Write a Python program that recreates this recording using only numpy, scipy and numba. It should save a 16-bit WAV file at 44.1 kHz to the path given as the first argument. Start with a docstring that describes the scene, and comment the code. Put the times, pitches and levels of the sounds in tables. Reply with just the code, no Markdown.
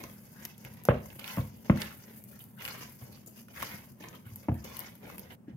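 """Kneading wet dough

A hand kneads wet, sticky dough in a large plastic bowl on a wooden board, heard close up in a kitchen.
Stick-slip friction peels dough off the plastic in a crackle of tiny slips, which rub, squelch, tear and fizz.
Trapped air squirts through closing gaps, and air pockets burst with a snap and a short, rising note.
A few times the bowl rocks and its impacts on the board excite thuds, wall modes and slaps of dough.
Each blow rings briefly in counter and room, over a low hum of filtered noise."""
import sys
import numpy as np
from scipy import signal
from scipy.fft import rfft, irfft
from scipy.io import wavfile
from numba import njit

SR = 44100
rng = np.random.default_rng(int(sys.argv[2]) if len(sys.argv) > 2 else 0)


def master(y):
    """Save y as 16-bit WAV."""
    cut = np.clip(np.atleast_2d(y).T, -1, 1)
    pcm = np.round(cut * 32767)  # scale
    wavfile.write(sys.argv[1], SR, pcm.astype(np.int16))


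N = 245448
TIME = np.arange(N) / SR
# the strengths of kneading are zero between these times in seconds; its stirring does not return,
# and the reverberation of the dough is silent from the first time on
HUSH_S, RESUME_S = 5.351, 5.478


def kneading():
    """Stick-slip: slips rub the wall, squelch in the folds, snap strands and fizz in the wet film."""
    rub, squelch, tear, fizz = effort()
    # now and then a thicker strand lets go all at once
    strands = slips(per_s=200, spread_db=-1.0, clump_db=1.5, wide_hz=900)
    coarse = slips(per_s=6000, spread_db=3.5, clump_db=2.0, wide_hz=860) + undb(-8.0) * strands
    fine = slips(per_s=10000, spread_db=5.5, clump_db=1.26, wide_hz=1200) + undb(-9.0) * strands
    rubbing = undb(0.5) * rub * rubbed_wall(coarse)
    squelching = undb(-2.5) * squelch * folds(coarse, shift_db=3.5)
    tearing = undb(-2.5) * tear * torn_strands(fine, flicker_db=3.5)
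    fizzing = undb(-3.5) * fizz * wet_film(fine, flicker_db=2.5)
    return rubbing + squelching + tearing + fizzing + squelch * bubbles(cycles=15.0)


# The hand drags the dough round and peels it off the wall.
# Each row: start, hardest moment and end in seconds, squelch in dB before mixing, rubbing and tearing
# in dB relative to the squelch, extra fizz in dB.
PULLS = [(-0.03, 0.001, 0.014, -45.5, -1.5, -10, 2.5), (0.367, 0.462, 0.46, -51, -5, -11, 0.5),
         (1.205, 1.288, 1.4, -46.5, -22, -7.5, 4), (1.724, 1.821, 1.84, -40.5, -5, -11.5, -2),
         (2.565, 2.653, 2.78, -44, -9, -12, 1), (3.532, 3.628, 3.73, -42.5, -8.5, -9.5, -0.5),
         (4.608, 4.818, 4.87, -48.5, -6, -8.5, -2), (4.995, 5.034, 5.24, -55, 4.5, -11.5, -8)]
# The fingers close in the dough.
# Each row: start in seconds, squelch in dB before mixing, rubbing and tearing in dB relative to the squelch,
# extra fizz in dB.
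SQUEEZES = [(0.026, -54.5, 4, -9, 1), (0.485, -59, -24, -9, -14), (0.643, -56, 2, -14, -20),
            (0.7, -66, -4, -10, 3), (0.766, -58, -3, -13, 0), (0.847, -60, 2, -10, -9),
            (0.929, -54, 2, -19, -16), (1.02, -70.5, 18, 7, 0), (1.097, -59, 0, -5.5, 2),
            (1.187, -48.5, -7, -23, -14), (1.644, -54, -2, -5.5, 0), (2.075, -61.5, 2, -13, -12),
            (2.31, -65, 5, -5, 10), (2.386, -70, -15, 6, 16), (2.806, -51, -7, -2, 2.5),
            (3.009, -58, 2, -4.5, 4), (3.069, -67, 10, -13, -10), (3.122, -66.5, 2, 2, 1),
            (3.259, -79, 20.5, 10, 23), (3.358, -69, 4, 6.5, 15.5), (3.483, -61.5, 0, -11, -17),
            (3.534, -54.5, -29, -18, -5), (3.996, -59, 5.5, -1, -1), (4.032, -49.5, -2, -27, -14),
            (4.125, -57.5, 2.5, -10, -7), (4.249, -59.5, -29, -37, 4), (4.365, -70, -6, 7, 8),
            (4.425, -61.5, 1.5, -9, 1.5), (4.641, -50.5, 1, -6, 1), (4.915, -62.5, 2, -22, -3),
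            (5.179, -65, 7, -3, 2), (5.299, -54.5, -1.5, -22, -4), (5.478, -67.5, 8, -17, -25)]
# The hand slows or turns and the stirring mostly dies down.
# Each row: centre in seconds, half length in seconds (to 1/e), change of level in dB.
LULLS = [(0.17, 0.028, -1.5), (0.528, 0.046, -24), (0.794, 0.041, -13), (0.94, 0.05, -8.5),
         (1.516, 0.06, -3.5), (2.52, 0.09, -8.5), (2.974, 0.023, -5), (3.294, 0.047, -16),
         (3.45, 0.06, -15), (3.952, 0.036, -12), (4.234, 0.075, -6.5), (4.487, 0.041, -22),
         (4.977, 0.16, -7), (5.256, 0.04, -18), (2.18, 0.088, 1)]
# a pull swells from SWELL dB below its hardest moment and eases off to EASE dB below it
PULL_ATTACK_S, PULL_SWELL_DB, PULL_EASE_DB, PULL_T60_S = 0.04, 13, 5.5, 0.43
# a squeeze is one short push
SQUEEZE_ATTACK_S, SQUEEZE_HOLD_S, SQUEEZE_T60_S = 0.0048, 0.022, 0.31
# before mixing, the film fizzes at FIZZ_DB when the squelch is at FIRM_DB, and grows more slowly than it
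FIZZ_DB, FIRM_DB, FIZZ_GROWTH = -48, -44, 0.86
# quiet stirring between strokes, in dB before mixing: rubbing, squelch, tearing, fizz
STIR_DB = (-65, -69.5, -67.5, -57.5)
STIR_WAVER_DB = 2


def effort():
    """Power addition: the strengths of pulls, squeezes and quiet stirring combine as sums of squares."""
    strokes = []
    for start, hardest, end, db, *shares in PULLS:
        below_db = np.interp(TIME, [start, hardest, end], [PULL_SWELL_DB, 0, PULL_EASE_DB])
        pull = undb(db - below_db) * envelope(start, end, PULL_ATTACK_S, PULL_T60_S)
        strokes.append((pull, *shares))
    for s, db, *shares in SQUEEZES:
        squeeze = undb(db) * envelope(s, s + SQUEEZE_HOLD_S, SQUEEZE_ATTACK_S, SQUEEZE_T60_S)
        strokes.append((squeeze, *shares))
    lulls = sum(db * np.exp(-((TIME - s) / half_s) ** 2) for s, half_s, db in LULLS)
    stirring = np.array([undb(db + lulls + STIR_WAVER_DB * walk(per_s=25)) for db in STIR_DB])
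    power = stirring ** 2 * (TIME < HUSH_S)
    for push, rub_db, tear_db, fizz_db in strokes:
        fizz = undb(FIZZ_DB + fizz_db) * (push / undb(FIRM_DB)) ** FIZZ_GROWTH
        power += np.array([undb(rub_db) * push, push, undb(tear_db) * push, fizz]) ** 2
    return np.sqrt(power) * ((TIME < HUSH_S) | (TIME > RESUME_S))


def slips(per_s, spread_db, clump_db, wide_hz):
    """Stick-slip releases as random impulses: uneven in size, in clumps, each from its own place in the bowl."""
    happens = rng.random(N) < per_s / SR
    uneven_db = spread_db * np.minimum(rng.exponential(size=N), np.pi)
    size = undb(uneven_db + clump_db * walk(per_s=130))
    mid, side = happens * size * rng.standard_normal((2, N))
    return unit(widen(mid, side, wide_hz))


# Colour of dough rubbing the wall. Each row: frequency in Hz, relative level in dB.
RUB = [(120, 6.5), (300, 2), (470, 0.5), (570, 1.5), (750, -9), (1000, -12), (1600, -78)]


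def rubbed_wall(coarse):
    """Spectral filtering: coarse slips take on the low colour of rubbing."""
    return unit(colour(coarse, RUB))


# Folds of dough that ring as it peels.
# Each row: central note in Hz, width in Hz (doubled in each of two resonators in series), relative level in dB.
FOLDS = [(1050, 176, 9), (1420, 630, 1), (1797, 770, 5), (2097, 140, 3), (2816, 295, -1), (3250, 660, -14)]
# the folds change size as they are worked, and the slips come in gulps
FOLD_DRIFT_OCT, GULP_DB = 0.11, 1.5


def folds(x, shift_db):
    """Cavity resonance: each fold rings more or less, higher or lower, as the fingers open and close it."""
    out = 0
    for hz, width, db in FOLDS:
        note = hz * 2 ** (FOLD_DRIFT_OCT * walk(per_s=14))
        level = undb(db + shift_db * walk(per_s=16))
        gulps = x * undb(GULP_DB * walk(per_s=100))
        out = out + level * cavity(gulps, note, 2 * width / hz)
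    return unit(out)


# Colour of tearing strands. Each row: frequency in Hz, relative level in dB.
TEAR = [(2000, 2), (3300, -1), (4000, -6.5), (4900, 9), (6500, 8), (8000, -13.5), (11000, -44.5)]


def torn_strands(fine, flicker_db):
    """Spectral filtering: fine slips take on the colour of tearing, whose level flickers on its own."""
    return undb(flicker_db * walk(per_s=45)) * unit(colour(fine, TEAR))


# Colour of the fizzing film and of bursting skins. Each row: frequency in Hz, relative level in dB.
FIZZ = [(5000, -15.5), (8200, -10), (10500, -0.5), (13300, 4), (14500, 2), (16000, -5)]


def wet_film(fine, flicker_db):
    """Spectral filtering: fine slips take on the treble of the wet film, whose level flickers on its own."""
    return undb(flicker_db * walk(per_s=52)) * unit(colour(fine, FIZZ))


# tiny air bubbles: rate, pitch range, level relative to the squelch (7.5 dB below to 2.5 dB above BUBBLE_DB)
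BUBBLES_PER_S, BUBBLE_LOW_HZ, BUBBLE_HIGH_HZ, BUBBLE_DB, BUBBLE_SPREAD_DB = 100, 893, 4200, 7, 5


def bubbles(cycles):
    """Bubble resonance: bursts at random times ring for a few cycles, each with its own pitch, size and place."""
    out, t = np.zeros((2, N)), TIME[:SR // 40]
    s = 0
    for wait, pitch, size, place in rng.random((N // 300, 4)):
        s -= np.log(1 - wait) / BUBBLES_PER_S  # exponential waiting time
        if s < TIME[-1]:
            hz = BUBBLE_LOW_HZ * (BUBBLE_HIGH_HZ / BUBBLE_LOW_HZ) ** pitch
            gain = undb(BUBBLE_DB + BUBBLE_SPREAD_DB * (2 * size - 1.5))
            note = gain * np.sin(2 * np.pi * hz * t) * fade(t, cycles / hz)
            add(out, s, np.outer(np.sqrt([place, 1 - place]), note))
    return out


# Air and wet dough squirting through a narrow gap.
# Each row: start in seconds, length in seconds, central gap note in Hz, level in dB before mixing,
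# left minus right in dB.
SQUIRTS = [(0.148, 0.07, 1510, -64.5, -3), (0.346, 0.11, 1630, -59.5, 8), (0.424, 0.026, 6440, -56, 3),
           (0.425, 0.021, 2870, -68, -3), (0.538, 0.021, 3740, -65, 0), (1.055, 0.016, 6200, -55, 1),
           (1.257, 0.025, 4650, -52, -4), (1.293, 0.027, 2770, -49, -3), (1.303, 0.032, 4360, -51, -4),
           (1.403, 0.024, 3790, -56, -1), (1.486, 0.22, 2880, -72, -6), (1.896, 0.05, 1480, -54, -3),
           (2.31, 0.089, 1650, -64, 6), (2.392, 0.053, 3200, -59.5, -2), (2.558, 0.077, 1570, -58, 7),
           (2.581, 0.073, 2900, -52, -3), (2.681, 0.064, 4530, -48, -3), (2.787, 0.04, 4730, -58, 8),
           (3.117, 0.052, 4300, -58.5, -4), (3.263, 0.029, 7000, -54.5, 5), (3.37, 0.045, 2880, -61, 1),
           (3.555, 0.063, 1980, -48, 7), (3.613, 0.047, 2750, -51, 13), (3.636, 0.066, 4800, -52, 1),
           (3.688, 0.027, 4900, -56, 2), (3.75, 0.047, 5240, -58, 9), (4.016, 0.03, 2700, -53, 9),
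           (4.053, 0.034, 2180, -56, 8), (4.148, 0.021, 3080, -54.5, 6), (4.238, 0.071, 1470, -59, 2),
           (4.528, 0.12, 1780, -60, -3), (4.639, 0.014, 6300, -48.5, 2), (5.313, 0.03, 2360, -68, 8),
           (5.466, 0.092, 1764, -65.5, -2)]
# resonator width and total rise as shares of the note; the gap is widest at this share of the length
SQUIRT_WIDTH, SQUIRT_RISE, SQUIRT_OPEN = 0.32, 0.08, 0.27


def squirts():
    """Gap resonance: a sputter of slips rings a gap that opens quickly, and its note rises as it closes."""
    out = np.zeros((2, N))
    sputter = slips(per_s=3500, spread_db=2.5, clump_db=3.5, wide_hz=2500)
    for s, length_s, hz, db, pan_db in SQUIRTS:
        u = np.arange(int(length_s * SR)) / (length_s * SR)
        source = sputter.take(int(s * SR) + np.arange(len(u)), axis=1, mode="wrap")
        opening = np.interp(u, [0, SQUIRT_OPEN, 1], [0, 1, 0])
        note = hz * (1 + SQUIRT_RISE * (u - .5))
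        sound = unit(opening * cavity(source, note, SQUIRT_WIDTH))
        add(out, s, undb(db) * panned(pan_db) * sound)
    return out


# Air pockets bursting.
# Each row: time in seconds, snap in dB before filtering and mixing, cavity note in Hz at the start,
# cavity level in dB before mixing, left minus right in dB.
POPS = [(0.0389, -49, 1000, -37.5, -9), (0.038, -38, 5900, -26, 5.5), (0.039, -50, 2680, -36, 0),
        (0.4518, -21.5, 5980, -22, 2.5), (0.455, -48, 1890, -38, 7), (0.5802, -37, 6580, -38.5, 1),
        (0.643, -40, 6200, -49, 5), (0.6494, -32, 2320, -31, 3), (0.7378, -37, 6100, -45, 0),
        (0.837, -35, 6000, -65, 6), (0.8525, -23, 6030, -23, -1.5), (0.853, -38, 700, -38, 5),
        (1.059, -35, 1050, -40, -2), (1.103, -53, 2800, -38, -5.5), (1.1937, -36, 3040, -30, -3),
        (1.1968, -32.5, 4500, -31, -6), (1.243, -41, 2670, -25.5, -3), (1.2626, -43, 4760, -38, 2),
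        (1.3654, -33, 5260, -35, 2), (1.2782, -31.5, 3200, -23, 0), (1.7739, -53, 1750, -30, 12),
        (1.8184, -46, 4630, -14.5, -6.5), (1.82, -58, 1800, -31, 12), (2.2397, -36, 14000, -22, 1),
        (2.299, -41, 11000, -41, 5), (2.41, -42, 2900, -55, 0), (2.3589, -42, 6000, -45, 2),
        (2.392, -35, 5970, -60, -5), (2.4399, -38, 6000, -49, 2), (2.6214, -34, 2110, -30, 7),
        (2.652, -28.5, 2760, -20, 2), (2.661, -32, 2390, -29, -5), (2.678, -29, 2500, -24, 2.5),
        (2.6858, -43, 2500, -26, 12), (2.75, -51, 1900, -36, 7), (2.8948, -37, 5500, -45, 2),
        (3.174, -70, 1370, -48, 2), (3.262, -35.5, 7300, -56, 1), (3.277, -37, 6240, -54, 13),
        (3.484, -44, 1410, -42.5, -3), (3.602, -43, 2000, -32, 3), (3.6232, -37, 1930, -24.5, -3),
        (3.627, -24.5, 1050, -23, 5), (3.634, -40, 1700, -31, 4), (4.086, -46, 6450, -28.5, 2),
        (4.1512, -37.5, 3200, -48, -2), (4.156, -52, 1080, -52, -5), (4.359, -26.5, 12000, -58, 3),
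        (4.5432, -39.5, 2500, -43, -3), (4.645, -31, 4640, -38, 1), (4.7684, -28, 2800, -32, 6),
        (4.7922, -22.5, 3230, -33, 6.5), (4.804, -28, 5000, -30, 4), (4.954, -39, 5940, -61, 5),
        (5.1, -48, 1090, -41.5, 15.5), (5.1820, -28, 2430, -36.5, 2), (5.1944, -28, 6000, -35, -7)]


def pops(cycles, snap_t60, spray_db, skin_db, open_s, rise):
    """Cavity burst: a film snaps with a little spray; the pocket behind rings for a few cycles, rising."""
    snaps, pockets, t = np.zeros((2, N)), np.zeros((2, N)), TIME[:SR // 20]
    for s, snap_db, hz, pocket_db, pan_db in POPS:
        place = panned(pan_db)
        spray, skin = rng.standard_normal((2, 2, len(t)))
        snap = (t == 0) + undb(spray_db) * spray * fade(t, snap_t60)
        add(snaps, s, place * undb(snap_db) * snap)
        # the slack skin of the pocket smears its note
        skin = unit(signal.lfilter(*signal.iirpeak(hz, 1.5, fs=SR), skin))
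        rising = 1 + rise * np.minimum(t * hz / cycles, 1)
        note = np.sin(2 * np.pi * hz * t * rising) + undb(skin_db) * skin
        note = note * (1 - np.exp(-t / open_s)) * fade(t, cycles / hz)
        add(pockets, s, place * undb(pocket_db) * note)
    return undb(6.0) * colour(snaps, FIZZ) + undb(-2.0) * pockets


def scatter(x, t60, gap_s, per_s, count):
    """Multipath reflection: paths inside the bowl keep changing as the hand moves, at constant total power."""
    shares = np.array([walk(per_s=per_s) for _ in range(count)])
    shares /= np.sqrt(np.sum(shares ** 2, axis=0))
    return sum(reflections(share * x, t60=t60, gap_s=gap_s, wide_hz=700) for share in shares)


# Dough slapping the wall as the bowl lands. Each row: frequency in Hz, relative level in dB.
SLAP = [(150, -13.5), (300, -1), (520, 8), (800, -7), (1200, -0.5), (2300, -3.5), (3200, -6.5),
        (5000, -26.5), (9000, -42)]
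# The bowl landing and bouncing on the board.
# Each row: time in seconds, thud in dB, thud note in Hz, clack in dB before mixing, favoured wall note in Hz,
# contact time in ms (twice the time to peak force), slap in dB relative to the clack,
# ratio by which the load of dough shifts the wall notes, cycles of thud until 60 dB down.
KNOCKS = [(0.8868, -7, 193.0, -8.5, 1544, 0.25, -7, 0.86, 7.0),
          (0.8907, -5.5, 135.0, -13.5, 517, 0.29, -17, 0.93, 4.1),
          (0.9171, -25, 230.0, -21, 570, 0.58, -12, 0.95, 6.4),
          (0.9401, -24, 158.0, -18, 529.0, 0.76, -19.3, 0.92, 7.7),
          (0.9581, -30, 144.0, -21, 583, 1.4, -17.5, 1.03, 5.3),
          (1.371, -28.6, 164.0, -27.5, 1188.0, 0.17, -10, 1.003, 5.4),
          (1.3742, -16, 176.0, -38, 610.0, 0.37, -16, 0.84, 7.3),
          (1.3815, -17.8, 248.0, -25.5, 1065, 0.2, -14, 0.95, 6.6),
          (1.3904, -17.5, 132.0, -30, 1049.0, 0.25, -17, 1.04, 7.8),
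          (1.4117, -25, 181.0, -36, 946.0, 0.45, -11.5, 1.04, 4.2),
          (1.697, -4.5, 243.0, -11.5, 1270, 0.12, -15.5, 0.93, 8.7),
          (1.7005, -3, 169.0, -16, 499.0, 0.52, -23, 1.13, 7.9),
          (1.7152, -30, 255.0, -20.5, 510.0, 1.1, -20, 0.96, 5.6),
          (1.755, -27, 266.0, -29, 287.0, 0.78, -20, 1, 4.5),
          (4.485, -12, 313.0, -17, 900, 0.3, -19, 0.97, 7.7),
          (4.4924, -10.7, 141.0, -22.5, 514, 0.4, -17, 1.17, 3.5),
          (4.5172, -12.5, 129.0, -34.6, 784.0, 0.41, -16, 1.1, 4.4),
          (4.517, -17, 231.0, -33.0, 464.0, 0.37, -13, 0.88, 6.7)]
# Soft pushes of the palm. Each row: time in seconds, level in dB, note in Hz.
PRESSES = [(0.031, -39, 191), (0.646, -38.5, 141), (0.706, -45, 123), (3.019, -39, 125), (3.739, -33, 166),
           (4.258, -40.5, 116), (4.318, -38.5, 114), (5.176, -35, 187), (5.481, -27.5, 285),
           (5.502, -32, 218), (5.527, -39, 135.4), (5.545, -37.5, 160)]


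def knocks():
    """Impact: the landing bowl thuds, its wall clacks and dough slaps, duller the longer the contact."""
    thuds, clacks = np.zeros((2, 1, N))
    slaps, t = np.zeros((2, N)), TIME[:SR // 5]
    spatter = unit(colour(slips(per_s=5100, spread_db=2.5, clump_db=3.0, wide_hz=800), SLAP))
    for s, thud_db, hz, clack_db, wall_hz, contact_ms, slap_db, stretch, cycles in KNOCKS:
        add(thuds, s, undb(thud_db) * thud(hz, cycles=cycles, rise_s=0.0027))
        push = t * np.exp(-t / (contact_ms / 2000))
        push = undb(clack_db) * push / push.sum()
        add(clacks, s, -undb(-1.5) * convolve(push, wall(wall_hz, stretch)))
        slap = np.roll(spatter, -int(s * SR), axis=1)[:, :len(t)] * fade(t, t60=0.1)
        add(slaps, s, undb(slap_db) * convolve(slap, push))
    for s, db, hz in PRESSES:
        add(thuds, s, undb(db) * thud(hz, cycles=12.2, rise_s=0.0028))
    # the thin wall radiates little bass
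    clacks = butter(clacks, 2, 260, "high")
    return thuds + clacks + slaps + after_ring(thuds + clacks, clacks)


def thud(hz, cycles, rise_s):
    """Mass on a spring: bowl and dough bounce on a springy base as a damped sine."""
    t = TIME[:SR // 2]
    return -ring([(hz, 0, cycles / hz)]) * (1 - np.exp(-t / rise_s))


# Modes of the bowl, damped by the dough.
# Each row: frequency in Hz before the load shifts it, relative level in dB, 60 dB decay time in seconds.
BOWL = [(252.5, 8.5, 0.057), (345, -5.5, 0.052), (468, 1, 0.021), (564, -5, 0.03), (602, 7.5, 0.026),
        (773, -2, 0.021), (885, -2.5, 0.023), (1028, -1.5, 0.02), (1130, -5, 0.025), (1430, 2.5, 0.0063),
        (1760, 2.5, 0.0094), (2240, 5.5, 0.0062), (2830, 1.5, 0.0076), (3350, -5, 0.0055)]
# the modes of the wall near the favoured note answer this much more, within octaves
FAVOUR_DB, FAVOUR_OCT = 12, 0.2


def wall(favoured_hz, stretch):
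    """Modal vibration: neighbours swing in opposite senses; the blow's place favours some, the load shifts all."""
    out = 0
    for k, (hz, db, t60) in enumerate(BOWL):
        octaves = np.log2(hz / favoured_hz)
        favour_db = FAVOUR_DB * np.exp(-(octaves / FAVOUR_OCT) ** 2)
        out = out + (-1) ** k * ring([(hz * stretch, db - 8.0 + favour_db, t60)])
    return out


# Modes of counter and room, which boom on after a blow.
# Each row: frequency in Hz, relative level in dB, 60 dB decay time in seconds.
BOOM = [(66.1, -6, 0.54), (76.9, -9, 0.73), (98.6, 2, 0.38), (114.0, 0.5, 0.28), (135, 7.3, 0.13),
        (161.2, -11, 0.39), (210.8, 2, 0.27), (248.1, -4, 0.22), (284, -5.5, 0.092), (333.4, -8, 0.41),
        (458, -1.3, 0.28), (510, -6.5, 0.28), (553, -6.4, 0.31), (692, -9, 0.2)]


def after_ring(body, clacks):
    """Modal and diffuse response: low modes boom on, and the counter top scatters the clack straight back."""
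    boom = undb(-55.5) * convolve(body, ring(BOOM))
    return boom + undb(-8.0) * reflections(clacks, t60=0.082, gap_s=0.0006, wide_hz=887)


# Early echoes of the blows from cupboard and ceiling. Each row: delay in seconds, level in dB.
ECHOES = [(.031, -19), (.066, -18)]


def echoes(blows):
    """Specular reflection: dulled copies of the blows return after a delay."""
    dull = butter(blows, 2, 700, "low")
    return sum(undb(db) * delay(dull, s) for s, db in ECHOES)


# Spectrum of the kitchen background. Each row: frequency in Hz, relative level in dB per Hz.
HUM = [(20, -81), (45, -52), (70, -10.5), (130, 3.5), (170, -1.5), (220, 5.5), (280, -9.5), (450, -17.5),
       (700, -23), (1500, -33.5), (4000, -50), (16000, -44)]


def hum(db):
    """Filtered noise: a steady low hum, alike at both ears in the bass."""
    return undb(db) * unit(colour(stereo_noise(N, wide_hz=686), HUM))


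def undb(db):
    """Logarithmic level: decibels to amplitude gain."""
    return 10 ** (np.asarray(db) / 20)


def unit(x):
    """Normalization: scale to an rms of 1."""
    return x / np.sqrt(np.mean(x ** 2))


def panned(db):
    """Level difference: gains of left and right that differ by db."""
    return undb(np.array([[db], [-db]]) / 2)


def add(track, s, sound):
    """Superposition: mix a sound into a track from time s on."""
    i = int(s * SR)
    track[..., i:i + sound.shape[-1]] += sound[..., :N - i]


def delay(x, s):
    """Propagation delay: the same sound, s seconds later."""
    return np.pad(x, ((0, 0), (int(s * SR), 0)))[:, :N]


def butter(x, order, hz, kind):
    """Maximally flat filtering above or below a cutoff."""
    return signal.sosfilt(signal.butter(order, hz, kind, fs=SR, output="sos"), x)


def convolve(x, response):
    """Linear response: pass a sound through an impulse response."""
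    return signal.fftconvolve(np.atleast_2d(x), np.atleast_2d(response), axes=-1)[:, :N]


def colour(x, points):
    """Minimum-phase filtering: the folded cepstrum makes a (Hz, dB) outline causal."""
    hz, db = np.transpose(points)
    f = np.fft.rfftfreq(4096, 1 / SR) + 1  # 1 Hz up, to avoid log(0)
    cepstrum = irfft(np.log(undb(np.interp(np.log(f), np.log(hz), db))))
    cepstrum[1:len(f) - 1] *= 2
    cepstrum[len(f):] = 0
    return convolve(x, irfft(np.exp(rfft(cepstrum))))


def fade(t, t60):
    """Exponential decay by 60 dB in t60 seconds."""
    return np.exp(-np.log(1000) * t / t60)


def envelope(start, end, attack_s, t60):
    """Attack and decay: rise from start, hold until end, then die away."""
    return np.clip((TIME - start) / attack_s, 0, 1) * fade(np.maximum(TIME - end, 0), t60)


def walk(per_s):
    """Slow random modulation: normal random levels joined by straight lines."""
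    levels = rng.standard_normal(N // 100)
    return np.interp(TIME * per_s, np.arange(len(levels)), levels)


def ring(modes):
    """Modal decay: half a second of damped sines."""
    t = TIME[:SR // 2]
    return sum(undb(db) * np.sin(2 * np.pi * hz * t) * fade(t, t60) for hz, db, t60 in modes)


@njit
def resonate(x, hz, width):
    """State-variable resonance whose note moves; width is a share of the note."""
    out = np.empty_like(x)
    for c in range(len(x)):
        band, low = 0., 0.
        for i in range(x.shape[1]):
            g = np.tan(np.pi * min(hz[i] / SR, .45))
            v = (band + g * (x[c, i] - low)) / (1 + g * (g + width))
            band, low, out[c, i] = 2 * v - band, low + 2 * g * v, width * v
    return out


def cavity(x, hz, width):
    """Resonators in series: a moving resonance with steep sides."""
    return resonate(resonate(x, hz, width), hz, width)


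def widen(mid, side, wide_hz):
    """Interaural coherence: both ears are alike well below wide_hz and differ above."""
    side = butter(side, 1, wide_hz, "high")
    return np.array([mid + side, mid - side])


def stereo_noise(size, wide_hz):
    """Partly coherent noise: alike at both ears below wide_hz and unrelated above."""
    mid, side = rng.standard_normal((2, size))
    return widen(mid, side, wide_hz)


def reflections(x, t60, gap_s, wide_hz):
    """Diffuse reverberation: a decaying noise tail of unit energy that builds up over gap_s."""
    t = TIME[:SR // 2]
    tail = stereo_noise(len(t), wide_hz) * fade(t, t60) * (1 - np.exp(-(t / gap_s) ** 2))
    return convolve(x, tail / np.sqrt(np.sum(tail ** 2) / 2))


def scene():
    """Superposition: dough sounds scatter inside the bowl, and dough and blows reverberate over a hum."""
    bursts = undb(2.0) * pops(cycles=11.9, snap_t60=0.0066, spray_db=-12.5, skin_db=-6.0,
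                              open_s=0.00017, rise=0.028)
    worked = kneading() + undb(-6.5) * squirts()
    # pockets burst on top of the dough, in the open, and scatter less
    scattered = scatter(worked + undb(-1.5) * bursts, t60=0.033, gap_s=0.0012, per_s=12, count=5)
    dough = worked + bursts + undb(-3.5) * scattered
    # the reverberation of the dough is gated to silence from HUSH_S on
    gate = TIME < HUSH_S
    dough_reverb = gate * reflections(dough, t60=0.36, gap_s=0.022, wide_hz=606)
    dough = dough + undb(-13.5) * dough_reverb
    blows = knocks()
    # only above its lowest modes is the room diffuse
    bright = butter(blows, 2, 280, "high")
    blow_reverb = reflections(bright, t60=0.34, gap_s=0.017, wide_hz=400)
    blows = blows + echoes(blows) + undb(-13.0) * blow_reverb
    return dough + blows + hum(db=-53.5)


# The two microphone ports hear different colours. 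Each row: frequency in Hz, left minus right in dB.
PORTS = [(120, 0), (450, 1), (750, 1.5), (1150, 3), (1800, 1.5), (2700, -9.5), (4300, 2), (8000, 3),
         (13000, 1.5)]
PORT_LAG_S, TOP_HZ = 0.00018, 15700


def record(dry):
    """Two-port reception: the left port hears first, each has its own colour; deepest bass and top are cut."""
    left = colour(dry[0], [(hz, db / 2) for hz, db in PORTS])
    right = delay(colour(dry[1], [(hz, -db / 2) for hz, db in PORTS]), PORT_LAG_S)
    both = butter(np.vstack([left, right]), 5, 57, "high")
    return signal.sosfilt(signal.ellip(8, .2, 70, TOP_HZ, fs=SR, output="sos"), both)


dry = scene()
out = record(dry)
master(out)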